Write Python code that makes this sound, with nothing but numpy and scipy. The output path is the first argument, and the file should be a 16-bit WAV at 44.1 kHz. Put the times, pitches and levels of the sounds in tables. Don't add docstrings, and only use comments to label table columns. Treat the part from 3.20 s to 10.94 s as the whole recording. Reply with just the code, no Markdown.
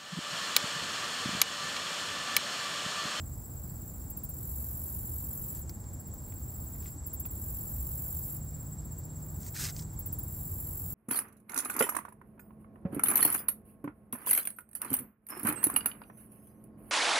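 import sys
import numpy as np
from scipy import signal
from scipy.fft import rfft, irfft
from scipy.io import wavfile
from scipy.ndimage import uniform_filter1d

SR = 44100
rng = np.random.default_rng(int(sys.argv[2]) if len(sys.argv) > 2 else 0)


def invert_db(level):
    return 10 ** (np.asarray(level, dtype=float) / 20)


def to_wav(sig):
    pcm = np.clip(np.atleast_2d(sig), -1, 1) * 32767
    pcm = np.round(pcm).astype(np.int16)
    wavfile.write(sys.argv[1], SR, pcm.T)


N = 341334


def evened(x):
    return x / np.sqrt(np.mean(x ** 2) + 1e-20)


def read(points, hz):
    f, value = np.transpose(points)
    return np.interp(np.log(hz + 1), np.log(f + 1), value)


def along(rows):
    s, *columns = np.transpose(rows)
    return [np.interp(np.arange(N) / SR, s, c) for c in columns]


def gate(start, end, edge_s):
    t = np.arange(N) / SR
    return np.clip(np.minimum(t - start, end - t) / edge_s + .5, 0, 1)


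def resonate(x, hz, width):
    turn = np.exp(2j * np.pi * np.cumsum(hz * np.ones(len(x))) / SR)
    r = np.exp(-np.pi * width / SR)
    smooth = signal.lfilter([(1 - r) ** 2], [1, -2 * r, r * r], x / turn + 1e-18)
    return 2 * (turn * smooth).real


def coloured(x, points):
    return irfft(rfft(x) * invert_db(read(points, np.fft.rfftfreq(N, 1 / SR))), N)


def slow(per_s):
    knots = rng.standard_normal(int(N / SR * per_s) + 2)
    return evened(np.interp(np.arange(N), np.linspace(0, N, len(knots)), knots))


def reeds(x, t60, wet_db, count=3):
    t, out = np.arange(6000) / SR, x + np.zeros((2, 1))
    for k in range(count):
        tail = rng.standard_normal(6000) + .07 * rng.standard_normal((2, 6000))
        tail = tail * invert_db(-60 * t / t60) * np.minimum(t / 0.0086, 1)
        tail = tail / np.linalg.norm(tail[0])
        turn_gain = np.sqrt(2 / count) * np.cos(np.pi * (7 * np.arange(N) / SR + k / count))
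        out += invert_db(wet_db) * signal.oaconvolve((x * turn_gain)[None], tail, axes=1)[:, :N]
    return out


# start_s, peak_db
TICKS = [(0.9015, -27.5), (0.9707, -27), (1.036, -27), (1.0919, -26), (1.1373, -32), (2.493, -35.5),
         (2.5441, -41.5), (2.5995, -44), (2.6898, -47), (2.7317, -39), (2.8, -36), (2.8704, -34.5),
         (2.9377, -34.5), (3.8655, -26.5), (3.9335, -24.5), (3.9985, -25), (4.0568, -26.5), (4.108, -28),
         (5.6516, -37.5), (5.7197, -36.5), (5.7844, -35), (5.8495, -39), (6.7316, -39), (6.7915, -26.5),
         (6.8605, -24.5), (6.9264, -25.5), (6.988, -24), (7.032, -30)]
# pitch_hz, width_hz, level_db, lag_turns within the stroke, far_singer_difference_db
WING = [(9040, 330, -24.5, 0.38, 0), (11200, 3140, -1.5, 0.028, -1.5), (12660, 1680, -1.5, 0.078, 0),
        (13500, 1210, 2, -0.059, -0.5), (13940, 910, 3, -0.076, -2), (15050, 1070, -1, -0.0081, 2),
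        (15740, 300, -8.5, 0.12, 0)]
# start_s, end_s, effort_db, stroke_place_turns at the start
NEAR_BUZZES = [
    (1.158, 2.423, -38.5, -0.42),
    (4.122, 5.172, -40.5, .46),
    (7.059, 8.2, -36, -0.095),
]
# start_s, end_s, effort_db, stroke_place_turns at the start
FAR_BUZZES = [
    (-.05, 0.902, -46.5, -0.43),
    (2.966, 3.754, -43.5, 0.19),
    (4.695, 5.56, -51.5, 0.33),
    (5.947, 6.64, -42, 0.062),
]
# delay_s, share_gain
ECHOES = [(.0007, .2), (.0023, -.35), (.0031, .35), (.0052, .3), (.0077, -.25), (.011, .2)]


def katydids():
    teeth = (rng.random(N) < 11000 / SR) * rng.standard_normal(N)
    uneven = invert_db(0.5 * slow(60))
    ticks = lone_strokes()
    # swell dB, swell s, tiring dB, tiring s
    buzzes = [buzz(*row, per_s=46.6, shape=(6.3, 0.075, 3.1, .09), depth_db=5.5, far=False)
              for row in NEAR_BUZZES]
    buzzes += [buzz(*row, per_s=50, shape=(9.1, 0.17, 5, 0.074), depth_db=6.5, far=True)
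               for row in FAR_BUZZES]
    out = np.zeros(N)
    share = np.sqrt(sum(invert_db(2 * w[2]) for w in WING))
    for k, (hz, width, db, lag, far_db) in enumerate(WING):
        drive = ticks * invert_db(0.95 * (hz - 13000) / 1000)
        for effort, turns, depth_db, far in buzzes:
            strokes = evened(invert_db(depth_db * np.cos(2 * np.pi * (turns - lag))))
            drive += effort * invert_db(far * far_db) * strokes
        ring = evened(resonate(teeth * uneven, hz, width))
        out += (-1) ** k * invert_db(db) / share * drive * ring
    out = out + sum(part * np.roll(out, round(s * SR)) for s, part in ECHOES)
    return invert_db(-1.5) * reeds(out, .07, -9.5)


def lone_strokes():
    t, ticks = np.arange(2600) / SR, np.zeros(N)
    rise_s, hold_s, fall_db_per_s = .005, 0.0031, 1000
    shape = np.minimum(t / rise_s, 1) * invert_db(-fall_db_per_s * np.maximum(t - rise_s - hold_s, 0))
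    for s, db in TICKS:
        part = ticks[round((s - .004) * SR):][:len(t)]
        part += invert_db(db - 8.0) * shape[:len(part)]
    return ticks


def buzz(start, end, db, turn, per_s, shape, depth_db, far):
    t = np.arange(N) / SR
    since, left = np.maximum(t - start, 0), np.maximum(end - t, 0)
    swell_db, swell_s, tire_db, tire_s = shape
    effort_db = db - 1.5 - swell_db * np.exp(-since / swell_s) - tire_db * np.exp(-left / tire_s)
    tired_per_s, tired_s = 0.76, 0.24
    turns = turn + per_s * since - tired_per_s * np.maximum(tired_s - left, 0)
    return invert_db(effort_db) * gate(start, end, 0.031), turns, depth_db, far


# time_s, effort_db, lead_strokes ahead of an even beat
TRILL = [(0, -52.5, -0.12), (.75, -54.5, -0.09), (1.5, -55.5, 0.019), (2.3, -52.5, -0.082),
         (2.95, -55, -0.14), (3.6, -51, -0.072), (4.2, -52.5, -0.066), (5.3, -51, -0.1),
         (6.2, -54.5, -0.18), (7, -54, 0.022), (7.74, -55.5, -.1)]
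# start_s, end_s, level_db against the first
ANSWERS = [
    (0.606, 1.75, -7),
    (2.7, 3.2, -7),
    (6.2, 6.75, -3),
    (7.15, 7.9, -0.5),
]


def cricket():
    effort_db, ahead = along(TRILL)
    turns = 16.1 * np.arange(N) / SR + ahead + 0.038 * slow(9)
    answer = sum(invert_db(db) * gate(start, end, 0.65) for start, end, db in ANSWERS)
    # pitch_hz, lag_turns, length_turns, level_db, share of singing
    notes = [(7647, -.1, .17, 0, 1), (7390, .08, .14, -1.5, 1), (7510, .4, .17, 0, answer)]
    song = 0
    for hz, lag, length, db, sings in notes:
        place = (turns - lag + .5) % 1 - .5
        swell = sings * np.exp(-(place / length) ** 2) * invert_db(db + 0.97 * slow(70))
        song = song + swell * np.sin(2 * np.pi * np.cumsum(hz + 40 * slow(150)) / SR)
    others = resonate(rng.standard_normal(N), 7630, 110)
    others = others + .7 * resonate(rng.standard_normal(N), 7400, 91)
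    return invert_db(effort_db - 2.0) * (reeds(evened(song), 0.13, -6.5) + invert_db(-11.0) * evened(others))


# start_s, hardest_s, end_s, level_db, treble_share_db
BRUSH = [
    (2.334, 2.353, 2.4, -55.5, 5),
    (3.6, 3.674, 3.7, -54, -10),
    (6.195, 6.288, 6.3, -56.5, 11.5),
    (6.345, 6.437, 6.512, -34, 0),
    (6.525, 6.585, 6.65, -56.5, 11.5),
]
# pitch_hz, level_db
LEAF = [(600, -6), (1000, -6), (1500, 6.5), (3000, 0), (5000, 6), (8500, 6.5), (12000, 5.5), (16000, -5.5)]


def leaves():
    slip_size = invert_db(1.9 * np.minimum(rng.exponential(1, N), 3))
    crackle = (rng.random(N) < 2500 / SR) * slip_size * rng.choice([-1, 1], N)
    rub = evened(coloured(evened(crackle) + 0.31 * rng.standard_normal(N), LEAF))
    treble = resonate(rub, 8100, 5300)
    out = np.zeros(N)
    for start, hardest, end, db, treble_db in BRUSH:
        pressure_db = np.interp(np.arange(N) / SR, [start, hardest, end], [-9, 0, -9])
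        pressure = invert_db(db - 2.5 + pressure_db) * gate(start, end, 0.018)
        out += pressure * (rub + (invert_db(treble_db) - 1) * treble)
    uneven_slip = invert_db(1 * slow(130))
    return reeds(out * uneven_slip + twigs(), 0.033, -10.0)


# start_s, peak_db, body_db, snap_db
TWIGS = [(2.4954, -33, -19, -6), (2.6414, -44, -19, -7.5), (3.123, -48, -4, -24), (3.5522, -48, -10, -10),
         (3.587, -55, -18, -5), (3.628, -51, -9, -20), (3.6586, -39, -10.5, -28), (3.8402, -51, -17, -10),
         (4.053, -37.5, -8.5, -21), (6.2228, -56, -15, -7), (6.232, -42, -21, -5), (6.2395, -49, -16, -7),
         (6.2648, -38, -17, -9), (6.3644, -30, -9.5, -6), (6.453, -26, -14, -6), (6.4924, -39, -12, -12),
         (6.4996, -29, -26, -7), (6.565, -43.5, -23, 5), (6.593, -35.5, -22, -6), (6.597, -39, -22, -4),
         (6.6238, -41, -15, -3), (6.9152, -54, -19, -1)]


def twigs():
    t, out = np.arange(600) / SR, np.zeros(N)
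    for s, db, body_db, snap_db in TWIGS:
        push = (t == 0) + 0.22 * rng.standard_normal(len(t)) * invert_db(-60 * t / 0.0082)
        body = resonate(push, 2100, 1440) + 0.52 * resonate(push, 3420, 700)
        snap = resonate(push, 5600, 3050)
        tick = invert_db(body_db) * body / abs(body).max() + invert_db(snap_db) * snap / snap.max()
        out[round(s * SR):][:len(t)] += invert_db(db + 5.0) * tick
    return out


# pitch_hz, level_db
RUMBLE_COLOUR = [(13, -47), (22, -50), (47, -4.5), (74, -1), (129, -8), (146, -11), (183, -13), (229, -18),
                 (254, -18.5), (294, -19.5), (417, -28), (533, -29.5), (929, -33), (1550, -42.5),
                 (3000, -60), (3900, -107), (6600, -120)]
# start_s, end_s, first_pitch_hz, last_pitch_hz, level_db
DRONES = [
    (1.25, 1.6, 68, 67, -44),
    (4.55, 4.95, 68, 67, -43),
    (4.7, 6.9, 148.5, 155.8, -48.5),
    (5, 5.35, 120, 124, -49),
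    (6.5, 7.9, 91, 93, -48),
    (7.0, 7.9, 153, 147, -51),
]


def traffic():
    t = np.arange(N) / SR
    out = invert_db(-41.5 + 0.0551 * t) * wash(RUMBLE_COLOUR, 2048, patchy_db=0.43)
    for start, end, first_hz, last_hz, db in DRONES:
        hz = np.interp(t, [start, end], [first_hz, last_hz])
        note = np.sin(2 * np.pi * np.cumsum(hz) / SR)
        out += np.sqrt(2) * invert_db(db) * gate(start, end, 0.52) * note
    return out


# pitch_hz, level_db per Hz
HAZE = [(1500, -7.5), (2150, -10), (2450, -20.5), (3200, -17), (3600, -13), (6800, -7), (7500, 10),
        (8500, -6.5), (10500, 0.5), (13500, -1.5), (15000, 1.5), (16500, -5.5)]


def haze():
    return invert_db(-56) * wash(HAZE, 512, patchy_db=1.5)


# pitch_hz, correlation
SAME = [(25, .985), (70, .98), (125, .945), (330, .9), (770, .42), (1800, .35), (2200, .45), (2600, .85),
        (4000, .97), (9000, .999), (16000, .999)]


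def wash(points, size, patchy_db):
    hz = np.fft.rfftfreq(size, 1 / SR)
    a, b, c, d, patches = rng.standard_normal((4 * N // size + 5, len(hz), 5)).T
    patches = evened(uniform_filter1d(uniform_filter1d(patches, 10, 0), 12, 1))
    same = np.clip(read(SAME, hz), -1, 1)[:, None]
    left = a + 1j * b
    right = same * left + np.sqrt(1 - same ** 2) * (c + 1j * d)
    z = np.array([left, right]) * invert_db(read(points, hz)[:, None] + patchy_db * patches)
    return evened(signal.istft(z, nperseg=size, noverlap=3 * size // 4)[1][:, :N])


def scene():
    return katydids() + cricket() + leaves() + traffic() + haze()


def band_limit(x):
    return signal.sosfilt(signal.butter(12, 16970, fs=SR, output="sos"), x)


# pitch_hz, level_db
BALANCE_DB = [(60, -.3), (250, -.8), (1200, -1), (2200, -2), (3000, 0), (16000, 0)]
# pitch_hz, lead_turns
PORTS = [(0, 0), (1300, .05), (2600, -.07), (3200, 0), (7000, 0), (7600, -.075), (8200, 0), (8650, 0),
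         (9500, .39), (10000, .46), (10350, .52), (11900, .98), (12300, 1.04), (13830, 1.5), (15500, 2)]


def record(dry):
    hz = np.fft.rfftfreq(N, 1 / SR)
    half = invert_db(read(BALANCE_DB, hz) / 2) * np.exp(-1j * np.pi * np.interp(hz, *np.transpose(PORTS)))
    top = invert_db(-45 * np.clip((hz - 15790) / 140 + .5, 0, 1))
    bottom = 1 / np.sqrt(1 + (34 / (hz + 1)) ** 8)
    mix = irfft(rfft(dry) * [half, 1 / half] * top * bottom, N)
    return band_limit(mix)


dry = scene()
out = record(dry)
to_wav(out)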